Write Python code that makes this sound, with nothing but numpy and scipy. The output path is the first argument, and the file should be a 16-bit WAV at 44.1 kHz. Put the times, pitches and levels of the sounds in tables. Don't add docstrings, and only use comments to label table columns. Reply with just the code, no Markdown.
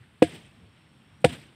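import sys
import numpy as np
from scipy import signal
from scipy.fft import rfft, irfft
from scipy.io import wavfile
from scipy.ndimage import uniform_filter1d

SR = 44100
rng = np.random.default_rng(int(sys.argv[2]) if len(sys.argv) > 2 else 0)


def put_to_file(sound):
    columns = np.atleast_2d(sound).T
    safe = np.clip(columns, -1, 1)
    whole_steps = np.round(safe * 32767)
    wavfile.write(sys.argv[1], SR, whole_steps.astype(np.int16))


def invert_db(x):
    u = np.asarray(x, float) / 20
    return 10 ** u


N = 68355

# start_s, push_db, crush_db
BLOWS = [
    [(.2210, -15.5, -24), (.2225, 1.5, -10), (.2247, -5.5, 1.5), (.2266, -3, 0), (.2284, -15, -6.5)],
    [(1.2423, -19.5, -9), (1.2440, -1.5, -7), (1.2456, 2, -8.5), (1.2472, -1.5, 9.5), (1.2518, -4, -14)],
]


def colour(x, points):
    hz, db = np.array(points, float).T
    grid_hz = np.arange(2049) * SR / 4096
    log_gain = np.interp(np.log(grid_hz + 1), np.log(hz), db) * np.log(10) / 20
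    cepstrum = irfft(log_gain)
    cepstrum[1:2048] *= 2
    cepstrum[2049:] = 0
    return signal.fftconvolve(x, irfft(np.exp(rfft(cepstrum))))[:len(x)]


def unit(x):
    return x / np.sqrt(np.mean(x ** 2))


def noise():
    return rng.standard_normal(N)


def band(x, hz, width_hz):
    return signal.lfilter(*signal.iirpeak(min(hz, .45 * SR), max(hz / width_hz, .3), fs=SR), x)


def walk(rate_hz):
    hold = int(SR / rate_hz)
    steps = np.repeat(rng.standard_normal(1000), hold)[:N + SR]
    w = uniform_filter1d(uniform_filter1d(steps, hold), hold)[:N]
    return (w - w.mean()) / w.std()


def bump(t, width_s):
    return np.exp(-.5 * (t / width_s) ** 2)


def fade(t, t60_s):
    return (t >= 0) * invert_db(-60 * np.maximum(t, 0) / t60_s)


def ring(push, modes, k):
    out = 0
    for hz, *level_db, t60_s in modes:
        pole = np.exp(2j * np.pi * hz / SR - np.log(1000) / (t60_s * SR))
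        out = out + invert_db(level_db[k]) * signal.lfilter([1], [1, -pole], push).imag
    return out


def log_and_blade(t):
    # pitch_hz, first_blow_db, second_blow_db, t60_s
    log_modes = [(156, -14, -22, 0.093), (208.8, -12.5, -14, 0.028), (316.7, 0.5, -9, 0.066),
                 (411, -8.5, -10, .03), (494, -3.5, -3, 0.031), (697.3, -20, -23.5, .1),
                 (774, -19.5, -10, 0.031), (943, -39, -17, 0.054), (1450, -22, -12.5, 0.019),
                 (1643, -21, -44, .06), (2447, -25, -6.5, 0.013), (2923, -6, -22, .03)]
    # pitch_hz, first_blow_db, second_blow_db, t60_s
    blade_modes = [(1730, -38, -36, .07), (2080, -42, -42, .06), (3310, -41, -42, .07),
                   (3590, -46, -39, .1), (4400, -44, -50, .07), (4670, -48, -46, .07),
                   (5050, -41, -45, .07), (7810, -50, -48, .05), (8460, -50, -47, .06)]
    # delay_s, pitch_hz, level_db, t60_s
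    ground_thuds = [
        (.014, 88, -31, 0.13),
        (.016, 81, -25, .14),
    ]
    level_db, push_s, thud_rise_s = -5.5, 0.0005, 0.0088
    radiate = signal.butter(4, 135, "high", fs=SR, output="sos")
    out = np.zeros(N)
    for k, blow in enumerate(BLOWS):
        push = sum(invert_db(db) * bump(t - s, push_s / 4) for s, db, _ in blow) / (push_s * SR / 1.767)
        click = sum(invert_db(db) * bump(t - s, 1 / SR) for s, _, db in blow) / 2.3
        wood = signal.sosfilt(radiate, ring(push, log_modes, k))
        steel = ring(click, blade_modes, k)
        delay_s, hz, thud_db, t60_s = ground_thuds[k]
        u = t - blow[0][0] - delay_s
        thud = invert_db(thud_db) * np.clip(u / thud_rise_s, 0, 1) * fade(u, t60_s) * np.sin(2 * np.pi * hz * u)
        out += thud - invert_db(level_db) * (wood + steel)
    return out


def fibres(t):
    # pitch_hz, density_db
    snap_colour = [(600, -22.5), (1500, -14), (2000, -5.5), (2600, 3), (3400, -11), (4200, -19.5),
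                   (9000, -24.5), (15000, -27)]
    # pitch_hz, density_db
    splinter_colour = [(400, -11.5), (1100, -12.5), (1700, 2), (3500, 5), (4500, -8), (6500, -8),
                       (9000, -5.5), (15000, -23.5)]
    splinter_levels = [
        -29.5,
        -25.5,
    ]
    snap_db, snap_rise_s, snap_t60_s = -18, 0.00017, .008
    splinter_rise_s, splinter_t60_s, rough_db = 0.005, .09, 1.1
    snap, splinter = 0, 0
    for blow, splinter_db in zip(BLOWS, splinter_levels):
        for s, _, crush_db in blow:
            snap = snap + invert_db(crush_db) * fade(t - s, snap_t60_s) * np.clip((t - s) / snap_rise_s, 0, 1)
        u = t - blow[0][0]
        splinter = splinter + invert_db(splinter_db) * fade(u, splinter_t60_s) * np.clip(u / splinter_rise_s, 0, 1)
    snaps = invert_db(snap_db) * snap * unit(colour(noise(), snap_colour))
    return snaps + splinter * invert_db(rough_db * walk(500)) * unit(colour(noise(), splinter_colour))


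def trees(t):
    # pitch_hz, density_db
    echo_colour = [(60, -2), (160, 10.5), (450, 0.5), (1100, -12), (2000, -4), (3300, -3.5), (4300, -13.5),
                   (15000, -25)]
    # level_db, nearest_trees_s, fullest_s
    echo_swells = [
        (-44, 0.023, 0.078),
        (-41.5, 0.049, 0.05),
    ]
    # after_blow_s, over_wash_db, length_s
    trunks_and_gaps = [
        [(.058, -2.5, .008), (.085, -3, 0.014), (.135, 3.5, 0.0072), (.19, 0.5, 0.0091)],
        [(.06, 0.5, .008), (.09, 4, 0.0062), (.11, 3, .005), (.155, -1, 0.021)],
    ]
    rise_s, near_t60_s, far_db, far_t60_s = .025, .5, -15.5, 1
    patchy_db, grain_db, treble_gain_db_per_khz_s = 1.2, 3, 0.5
    env = 0
    for blow, (level_db, first_s, full_s), trunks in zip(BLOWS, echo_swells, trunks_and_gaps):
        u = t - blow[0][0]
        swell_db = -3 * np.clip((full_s - u) / (full_s - first_s), 0, 1)
        rise = np.clip((u - first_s) / rise_s + 1, 0, 1) * invert_db(swell_db)
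        trunk_db = sum(db * bump(u - s, length_s) for s, db, length_s in trunks)
        late = np.maximum(u - full_s, 0)
        decay = fade(late, near_t60_s) + invert_db(far_db) * fade(late, far_t60_s)
        env = env + invert_db(level_db) * rise * invert_db(trunk_db) * decay
    first_blow_s, second_blow_s = BLOWS[0][0][0], BLOWS[1][0][0]
    since_s = t - np.where(t < second_blow_s, first_blow_s, second_blow_s)
    wash = 0
    for hz in 60 * 2. ** np.arange(0, 8.3, 1 / 3):
        db = patchy_db * walk(25) + grain_db * walk(120) + treble_gain_db_per_khz_s * hz / 1000 * since_s
        wash = wash + invert_db(db) * band(noise(), hz, hz / 4)
    return env * unit(colour(wash, echo_colour))


def ticks(t):
    # start_s, level_db, pitch_hz, width_hz, length_s
    puffs = [
        (0.039, -63, 1770, 700, 0.011),
        (0.2, -77, 10600, 12000, 0.007),
        (0.47, -78, 8400, 854, 0.0077),
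        (0.48, -70, 5570, 2000, 0.0044),
        (0.656, -67, 436, 292, 0.071),
        (0.87, -65, 2060, 900, 0.0094),
        (1.019, -63, 1930, 1490, .005),
        (1.207, -72.5, 8450, 3060, 0.0035),
        (1.22, -68.5, 7900, 12000, 0.0095),
        (1.53, -76, 3000, 4000, 0.012),
    ]
    out = 0
    for s, db, hz, width_hz, length_s in puffs:
        puff = unit(band(band(noise(), hz, width_hz), hz, width_hz))
        out = out + invert_db(db) * bump(t - s, length_s / 2) * puff
    return out


def air():
    # pitch_hz, density_db
    air_colour = [(35, -13), (110, 1), (200, -3.5), (500, -19.5), (1100, -19), (3300, -21), (5200, -36),
                  (14000, -37.5)]
    level_db, swell_db, flicker_db, gust_db, gust_per_s = -58, .3, 1.2, 3.5, 12
    out, swell = 0, walk(2.4)
    for hz in 40 * 2. ** np.arange(9):
        db = swell_db * swell + (flicker_db + gust_db * min(100 / hz, 1)) * walk(gust_per_s)
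        out = out + invert_db(db) * band(noise(), hz, hz)
    return invert_db(level_db) * unit(colour(out, air_colour))


def insect(t):
    # time_s, pitch_hz, level_db
    whine = [
        (0, 5400, -97),
        (.45, 5450, -95),
        (.52, 5450, -84),
        (.9, 5450, -83),
        (1.1, 5450, -83),
        (1.19, 5650, -79),
        (1.25, 5600, -88),
        (1.55, 5500, -88),
    ]
    width_hz = 80
    s, hz, db = np.array(whine).T
    slow = signal.lfilter(*signal.butter(2, width_hz, fs=SR), rng.standard_normal((2, N)))
    phase = 2 * np.pi * np.cumsum(np.interp(t, s, hz)) / SR
    tone = (1 + unit(slow[0])) * np.cos(phase) + unit(slow[1]) * np.sin(phase)
    return invert_db(np.interp(t, s, db)) * unit(tone)


def bird(t):
    # start_s, length_s, pitch_hz, level_db
    whistles = [
        (.446, .075, 2600, -65),
        (.657, .05, 4400, -78),
    ]
    rise_s, waver = 0.0089, .003
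    out = 0
    for s, length_s, hz, db in whistles:
        env = np.clip((t - s) / rise_s, 0, 1) * np.clip((s + length_s - t) / length_s, 0, 1) ** .5
        phase = 2 * np.pi * np.cumsum(hz * (1 + waver * walk(55))) / SR
        out = out + invert_db(db) * env * np.sin(phase)
    return out


def scene():
    t = np.arange(N) / SR
    chops = log_and_blade(t) + fibres(t) + trees(t)
    return (chops + ticks(t) + air() + insect(t) + bird(t))[None]


def roll_off(x):
    return signal.sosfilt(signal.butter(12, 16460, fs=SR, output="sos"), x)


def record(dry):
    # pitch_hz, gain_db
    phone_colour = [(5200, 2), (6600, -5.5), (7500, 1.5), (8500, 10), (9500, 2), (10400, -4.5),
                    (11200, -0.5), (12000, -5.5)]
    low_cut_hz, top_hz, ceiling = 64, 15600, 1.05
    x = colour(dry[0], phone_colour)[None]
    x = signal.sosfilt(signal.butter(2, low_cut_hz, "high", fs=SR, output="sos"), x)
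    x = ceiling * np.tanh(x / ceiling)
    x = signal.sosfilt(signal.ellip(8, .2, 40, top_hz, fs=SR, output="sos"), x)
    return roll_off(x)


dry = scene()
out = record(dry)
put_to_file(out)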